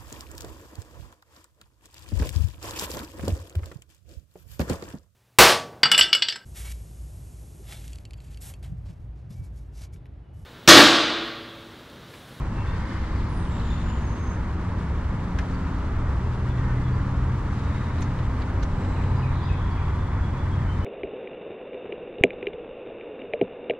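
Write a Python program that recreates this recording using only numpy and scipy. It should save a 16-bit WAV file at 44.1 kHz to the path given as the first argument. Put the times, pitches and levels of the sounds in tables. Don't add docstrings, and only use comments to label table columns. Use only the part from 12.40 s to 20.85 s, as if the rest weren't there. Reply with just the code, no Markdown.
import sys
import numpy as np
from scipy import signal
from scipy.fft import rfft, irfft
from scipy.io import wavfile

SR = 44100
rng = np.random.default_rng(int(sys.argv[2]) if len(sys.argv) > 2 else 0)


def int16_out(signal):
    q = np.round(np.clip(np.atleast_2d(signal).T, -1, 1) * 32767)
    wavfile.write(sys.argv[1], SR, q.astype(np.int16))


N = 372512
TIME = np.arange(N) / SR

# f/Hz, relative density/dB
RUMBLE_SPECTRUM = [(8, -23), (16, -5), (27, -4), (45, -3.5), (63, 2), (78, -3), (105, -4.5), (135, -9.5),
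                   (165, -15.5)]
ROAR_SPECTRUM = [(125, 0.5), (160, 1.5), (200, -1.5), (255, -5.5), (330, -8.5), (440, -13), (640, -15.5),
                 (850, -25.5)]
TYRE_SPECTRUM = [(600, -15.5), (750, -5.5), (950, 0), (1200, -3), (1500, -7), (1950, -10.5), (2350, -16),
                 (2900, -30.5), (3600, -25.5)]
SCRAPE_SPECTRUM = [(500, -14), (1500, 8), (3000, -7.5), (6000, -15.5), (9000, -27.5), (13000, -32),
                   (15000, -46)]
RUSTLE_SPECTRUM = [(2600, 4), (3200, -3), (3900, -5.5), (5000, -9), (6300, -11.5), (7800, -14.5),
                   (9000, -18.5), (10000, -23.5), (12500, -29.5), (14000, -33.5), (15300, -63.5)]
# t/s, level/dB
TRAFFIC_FLOW = [(0, -1.5), (1.2, -0.9), (2.4, -1.5), (3.3, -1.2), (5, -1), (6.9, 0), (8.45, 0)]
# t/s, level/dB
ROAR_ENVELOPE = [(0, -36), (1.2, -35.5), (3, -34.5), (4.7, -35), (6.4, -34), (7.3, -35.5), (8.45, -34)]
# exhaust order, peak t/s, half length/s, level/dB
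EXHAUST_SWELLS = [(4, 4.45, 0.72, -27), (4, 5.58, .45, -34.5), (4, 6.8, 0.32, -30), (4, 8.14, 0.48, -37),
                  (6, 1.26, 0.46, -37.5), (6, 2.22, 0.32, -37.5), (6, 2.97, 0.37, -36.5),
                  (6, 4.66, 0.59, -37.5), (6, 6.4, 0.15, -38), (8, 1.45, 0.63, -40), (8, 6.4, 0.53, -42.5),
                  (9, 3.2, 0.34, -39.5), (9, 5.1, 1.3, -45), (11, 0.78, 0.42, -45.5), (11, 2.09, .25, -47)]
# t/s, firing f/Hz, level/dB
DRONE_CURVE = [(0, 78.05, -51), (3, 76, -35), (4.2, 83.3, -31.5), (5.6, 89.2, -32), (6.3, 90, -35.5),
               (6.75, 90.83, -26.5), (7.4, 90, -29), (8.45, 87.9, -28)]
# peak t/s, half length/s, f/Hz, level/dB
ENGINE_HUMS = [(5.3, .35, 207.8, -42.5), (7.1, 0.74, 148.6, -39)]
# peak t/s, half length/s, centre f/Hz, width/Hz, level/dB
VEHICLE_PASSES = [(0.91, 0.22, 295, 92, -43.5), (4, 0.68, 367, 130, -47), (6.46, 0.57, 410, 350, -45),
                  (6.9, 1, 900, 360, -45.5), (3.35, 0.57, 1300, 140, -47.5), (4.87, 0.91, 1250, 190, -48),
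                  (5.42, 0.26, 1630, 1300, -48.5), (0.6, 0.28, 1950, 380, -52)]
# slur t/s, flick top f/Hz, rise/share of f, flick level/dB, slur level/dB
TWO_NOTE_CALLS = [(6.55, 4850, .12, -67, -45), (6.817, 4900, 0.099, -52, -41), (7.08, 4880, 0.18, -53, -44),
                  (7.36, 4760, .16, -57, -45)]
# t/s, length/s, f/Hz, fall/share of f, level/dB
PEEP_NOTES = [(.115, .13, 2690, 0, -50.5), (.225, .13, 2700, -0.016, -53), (.258, 0.085, 3570, -.025, -52),
              (.468, .13, 3030, 0, -54), (.775, .037, 4200, 0.34, -54), (.958, 0.031, 4870, 0.011, -56),
              (1.298, .04, 3583, 0, -44.5), (1.35, .04, 3590, -0.022, -54), (3.138, 0.03, 4580, 0.08, -52),
              (4.095, 0.039, 3450, .03, -52), (4.425, .07, 3420, .025, -53), (4.52, .045, 4720, -.05, -57)]
WARBLE_NOTES = [(7.305, .065, 3290, 0.011, -54), (7.57, 0.066, 3510, .02, -56),
                (7.812, 0.046, 3350, -0.0056, -50.5), (7.965, .065, 3440, -.05, -56),
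                (8.105, 0.048, 3250, .03, -48), (8.257, 0.073, 3060, 0.0022, -50),
                (8.415, .05, 3000, 0, -48)]
THIN_NOTES = [(0.875, 0.17, 9140, 0.22, -57), (1.068, 0.12, 7400, 0.012, -57.5),
              (1.23, 0.12, 6930, 0.06, -56), (1.411, 0.15, 7000, 0.024, -56.5),
              (1.572, 0.17, 6490, .026, -55), (1.759, 0.16, 6360, 0.012, -55)]
# t/s, f/Hz, tick rate/Hz, level/dB
RATTLE_CURVE = [(.97, 3600, 36, -45), (1.1, 3770, 44, -44.5), (1.2, 3500, 56, -42), (1.33, 3400, 55, -45),
                (1.42, 3000, 60, -48), (1.49, 2750, 54, -43), (1.64, 2700, 55, -47)]
# t/s, length/s, f/Hz, chip sweep/share of f, chip rate/Hz, level/dB
TWITTER_RUNS = [(0.195, 0.75, 4220, 0.74, 31, -60), (1.22, 0.21, 3530, 0.93, 32, -56),
                (5.08, 0.59, 3800, 0.15, 45, -61.5), (6.275, 0.68, 3950, .16, 50, -63),
                (6.279, 0.4, 7640, 0.15, 48, -69.5), (6.899, .22, 3700, 0.36, 62, -53.5),
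                (7.0, 0.5, 3310, 0.18, 61, -58), (7.479, 0.7, 3400, 0.12, 58, -65)]
# t/s, length/s, level/dB
CROW_CAWS = [(.15, .56, -49.5), (4.1, 0.33, -47.5)]
# f/Hz, relative gain/dB
CROW_FORMANT = [(900, -21), (1250, -17), (1520, 6.5), (1850, 4.5), (2150, 0.5), (2500, -29)]
# t/s, level/dB, decay/s, ring f/Hz
GRIT_CRACKS = [(2.986, -31, 0.011, 1900), (2.987, -39, 0.0037, 6000), (2.989, -46, .003, 6000),
               (4.945, -51, 0.0074, 3800), (5.582, -47, .021, 4220), (5.608, -43.5, 0.0056, 10000),
               (5.617, -47, 0.0067, 4200), (5.619, -38, 0.006, 6600), (5.625, -44, .014, 6000),
               (5.788, -38, 0.0084, 3000), (6.019, -39, 0.0084, 3870), (6.225, -39, 0.012, 3900),
               (6.231, -38.5, .008, 5950), (6.448, -40.5, .008, 2900), (6.638, -40, 0.0056, 2740),
               (7.48, -45, .014, 2900)]
# peak t/s, boost/dB
RUSTLE_BOOSTS = [(.45, 2.5), (1.35, 3), (3.2, 1.5), (4.3, 1.5), (5.35, 2.5), (6.42, 1.5)]
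# f/Hz, correlation
COHERENCE = [(25, .985), (60, .995), (120, .997), (300, .989), (520, .95), (760, .7), (980, .85),
             (1520, .72), (2050, .83), (3100, .72), (4000, .55), (5800, .1), (8000, .28)]
# f/Hz, left phase lag/rad
PORT_LAG_RAD = [(30, 0), (330, .09), (690, .7), (950, .25), (1400, .5), (1720, .38), (3100, 1.15),
                (4600, 1.25), (6200, 2.9)]
# f/Hz, left minus right/dB
PORT_BALANCE_DB = [(200, .25), (540, 2.1), (850, -1.5), (1500, 0), (2750, 3), (3900, .5), (5200, 0),
                   (7800, -3.7), (9000, 3.7), (11000, .9)]


def road(rumble_db=-26, tyre_db=-39.5):
    flow_db, = in_time(TRAFFIC_FLOW)
    roar_db, = in_time(ROAR_ENVELOPE)
    rumble = from_db(rumble_db + 0.73 * flow_db) * coloured(RUMBLE_SPECTRUM)
    roar = from_db(roar_db) * coloured(ROAR_SPECTRUM)
    tyres = from_db(tyre_db + flow_db + 0.5 * drift(20)) * coloured(TYRE_SPECTRUM)
    return rumble + roar + tyres


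def accelerating_engine(start_hz=28.4, ramp_hz_per_s=0.54, top_hz=32.5):
    cycle_hz = np.minimum(start_hz + ramp_hz_per_s * TIME, top_hz)
    out = np.zeros(N)
    for order in sorted({row[0] for row in EXHAUST_SWELLS}):
        swells = sum(from_db(db) * hump(s, half_s) for k, s, half_s, db in EXHAUST_SWELLS if k == order)
        out += swells * far_tone(order * cycle_hz, 0, waver=0.0022, fading_db=1.1)
    return out


def droning_engine():
    firing_hz, level_db = in_time(DRONE_CURVE)
    return far_tone(firing_hz, level_db, waver=0.013, fading_db=0.8)


def engine_hums():
    return sum(hump(s, half_s) * far_tone(hz, db, waver=0.0061, fading_db=0.6)
               for s, half_s, hz, db in ENGINE_HUMS)


def passes():
    return sum(from_db(db) * hump(s, half_s) * coloured([(hz - width_hz / 2, 0), (hz + width_hz / 2, 0)])
               for s, half_s, hz, width_hz, db in VEHICLE_PASSES)


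def two_note_calls(flick_s=0.04, lead_s=0.058, slur_s=0.075, slur_decay_s=0.05):
    out = np.zeros((2, N))
    for s, top_hz, rise, flick_db, slur_db in TWO_NOTE_CALLS:
        flick_hz = top_hz * (1 - rise * np.linspace(1, 0, 3) ** 2)
        flick = note(flick_s, flick_hz, tremble=0.007, flutter_db=2, bend=0.45)
        slur = note(slur_s, pitches_hz=(3020, 2400, 2230), tremble=0.025, flutter_db=2, bend=0.85)
        slur *= np.exp(-(TIME[:len(slur)] / slur_decay_s) ** 2 / 2)
        add(out, s - lead_s, from_db(flick_db) * among_trees(flick, t60_s=0.5, wet_db=2))
        add(out, s, from_db(slur_db) * among_trees(slur, t60_s=0.43, wet_db=1.5))
    return out


def peeps():
    return note_run(PEEP_NOTES, tremble=0.011, flutter_db=1, t60_s=0.5, wet_db=1.5)


def warble():
    return note_run(WARBLE_NOTES, tremble=0.0091, flutter_db=3, t60_s=0.59, wet_db=3)


def rattle(tick_s=0.005, pitch_scatter=0.12):
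    pitch_hz, rate_hz, level_db = in_time(RATTLE_CURVE)
    tick_count = np.floor(np.cumsum(rate_hz) / SR)
    starts = np.flatnonzero(np.diff(tick_count))
    starts = starts[(TIME[starts] > RATTLE_CURVE[0][0]) & (TIME[starts] < RATTLE_CURVE[-1][0])]
    out, window = np.zeros(N), np.hanning(int(tick_s * SR))
    for at, (sharp, strong) in zip(starts, rng.standard_normal((len(starts), 2))):
        hz = pitch_hz[at] * (1 + pitch_scatter * sharp) * np.linspace(1.15, 0.85, len(window))
        add(out, TIME[at], from_db(level_db[at] + 2 * strong) * window * sine(hz))
    return among_trees(out, t60_s=0.4, wet_db=-1)[:, :N]


def crow(start_hz=315.2, end_hz=282.4):
    out = np.zeros((2, N))
    for s, length_s, db in CROW_CAWS:
        u = np.linspace(0, 1, int(length_s * SR))
        hz = (start_hz + (end_hz - start_hz) * u ** 2) * (1 + 0.02 * drift(59)[:len(u)])
        stack = sum(from_db(at_hz(CROW_FORMANT, k * hz)) * sine(k * hz) for k in range(3, 10))
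        add(out, s, from_db(db) * among_trees(rms_one(stack * arch(u)), t60_s=0.92, wet_db=-1.5))
    return out


def thin_song(pan_db=0.5):
    song = note_run(THIN_NOTES, tremble=0.007, flutter_db=2.5, t60_s=0.67, wet_db=8)
    return song * from_db([[-pan_db / 2], [pan_db / 2]])


def twitters(pitch_sag=0.03):
    out = np.zeros((2, N))
    for s, length_s, pitch_hz, sweep, rate_hz, db in TWITTER_RUNS:
        u = np.linspace(0, 1, int(length_s * SR))
        chip_phase = np.cumsum(rate_hz * from_db(1.2 * drift(10)[:len(u)])) / SR % 1
        chip_glide = 1 + sweep * (0.5 - chip_phase + 0.08 * drift(30)[:len(u)])
        hz = pitch_hz * (1 + pitch_sag * (0.5 - u)) * chip_glide
        chips = rms_one(arch(u) * np.sin(np.pi * chip_phase) * sine(hz))
        add(out, s, from_db(db) * among_trees(chips, t60_s=0.87, wet_db=6))
    return out


def grit(ring_width_hz=880, scrape_db=2, attack_s=0.00053):
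    out = np.zeros((2, N))
    scrape = coloured(SCRAPE_SPECTRUM) * from_db(1.4 * drift(300))
    t = TIME[:SR // 10]
    for s, db, decay_s, hz in GRIT_CRACKS:
        crunch = np.roll(scrape, -int(s * SR), axis=1)[:, :len(t)]
        body = rms_one(resonance(crunch, hz, ring_width_hz)) + from_db(scrape_db) * crunch
        pressure = (1 - np.exp(-t / attack_s)) * np.exp(-t / decay_s)
        burst = rms_one(pressure * body) * np.sqrt(np.mean(pressure ** 2))
        add(out, s, from_db(db) * burst)
    return out


def rustle(rest_db=-56, swell_half_s=0.43):
    swell_db = sum(db * hump(s, swell_half_s) for s, db in RUSTLE_BOOSTS)
    return from_db(rest_db + swell_db + 0.8 * drift(25)) * coloured(RUSTLE_SPECTRUM)


def far_tone(hz, level_db, waver, fading_db):
    amplitude = np.sqrt(2) * from_db(level_db + fading_db * drift(2))
    return amplitude * sine(hz * (1 + waver * drift(5.3)))


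def note(length_s, pitches_hz, tremble, flutter_db, bend=1):
    u = np.linspace(0, 1, int(length_s * SR))
    glide_hz = np.polyval(np.polyfit([0, 0.5, 1], pitches_hz, 2), u ** bend)
    hz = glide_hz * (1 + tremble * drift(100)[:len(u)])
    return arch(u) * from_db(flutter_db * drift(43)[:len(u)]) * sine(hz)


def note_run(rows, tremble, flutter_db, t60_s, wet_db):
    out = np.zeros((2, N))
    for s, length_s, hz, fall, db in rows:
        pitches_hz = hz * (1 + fall * np.array([0.5, 0, -0.5]))
        tone = note(length_s, pitches_hz, tremble, flutter_db)
        add(out, s, from_db(db) * among_trees(tone, t60_s, wet_db))
    return out


def among_trees(sound, t60_s, wet_db):
    paths = rng.standard_normal((2, SR)) * from_db(-60 * TIME[:SR] / t60_s)
    paths *= from_db(wet_db) / np.sqrt(np.sum(paths ** 2, axis=1, keepdims=True))
    paths[:, 0] = 1
    heard = signal.fftconvolve(sound[None], paths, axes=1)
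    return heard * np.sqrt(np.sum(sound ** 2) / np.sum(heard ** 2, axis=1, keepdims=True))


def coloured(spectrum):
    hz = np.fft.rfftfreq(N, 1 / SR) + 1e-3
    skirts = 1 / (1 + (spectrum[0][0] / hz) ** 12) / (1 + (hz / spectrum[-1][0]) ** 12)
    alike = at_hz(COHERENCE, hz)
    mid, side = rfft(rng.standard_normal((2, N))) * from_db(at_hz(spectrum, hz)) * skirts
    return rms_one(irfft(np.sqrt(1 + alike) * mid + np.sqrt(1 - alike) * side * [[1], [-1]], N))


def drift(rate_hz):
    hop, settle = 40, 2000
    r = np.exp(-2 * np.pi * rate_hz * hop / SR)
    slow = signal.lfilter([1], [1, -2 * r, r * r], rng.standard_normal(N // hop + settle + 2))[settle:]
    return np.interp(np.arange(N) / hop, np.arange(len(slow)), rms_one(slow))


def resonance(x, hz, width_hz):
    r = np.exp(-np.pi * width_hz / SR)
    feedback = [1, -2 * r * np.cos(2 * np.pi * hz / SR), r * r]
    return signal.lfilter(np.array([1, 0, -1]) * (1 - r * r) / 2, feedback, x)


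def between_ports(x, left_over_right):
    half = np.sqrt(left_over_right(np.fft.rfftfreq(N, 1 / SR) + 1e-3))
    return irfft(rfft(x) * [half, 1 / half], N)


def sine(hz):
    return np.sin(2 * np.pi * (np.cumsum(hz) / SR + rng.random()))


def arch(u):
    return np.sqrt(np.abs(np.sin(np.pi * u)))


def hump(s, half_s):
    return np.exp(-((TIME - s) / half_s) ** 2)


def in_time(rows):
    s, *columns = np.transpose(rows)
    return [np.interp(TIME, s, c) for c in columns]


def at_hz(points, hz):
    points_hz, values = np.transpose(points)
    return np.interp(np.log(hz), np.log(points_hz), values)


def add(out, s, sound):
    at = max(round(s * SR), 0)
    out[..., at:at + sound.shape[-1]] += sound[..., :N - at]


def from_db(db):
    return 10 ** (np.asarray(db) / 20)


def rms_one(x):
    return x / np.sqrt(np.mean(x ** 2) + 1e-20)


def scene():
    far = road() + passes() + accelerating_engine() + engine_hums() + droning_engine() + rustle()
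    far = between_ports(far, lambda hz: np.exp(-1j * at_hz(PORT_LAG_RAD, hz)))
    birds = thin_song() + two_note_calls() + peeps() + warble() + rattle() + twitters() + crow()
    return far + birds + grit()


def record(dry):
    stop_hz = 15600
    heard = between_ports(dry, lambda hz: from_db(at_hz(PORT_BALANCE_DB, hz)))
    return signal.sosfilt(signal.cheby2(12, 70, stop_hz, fs=SR, output="sos"), heard)


dry = scene()
out = record(dry)
int16_out(out)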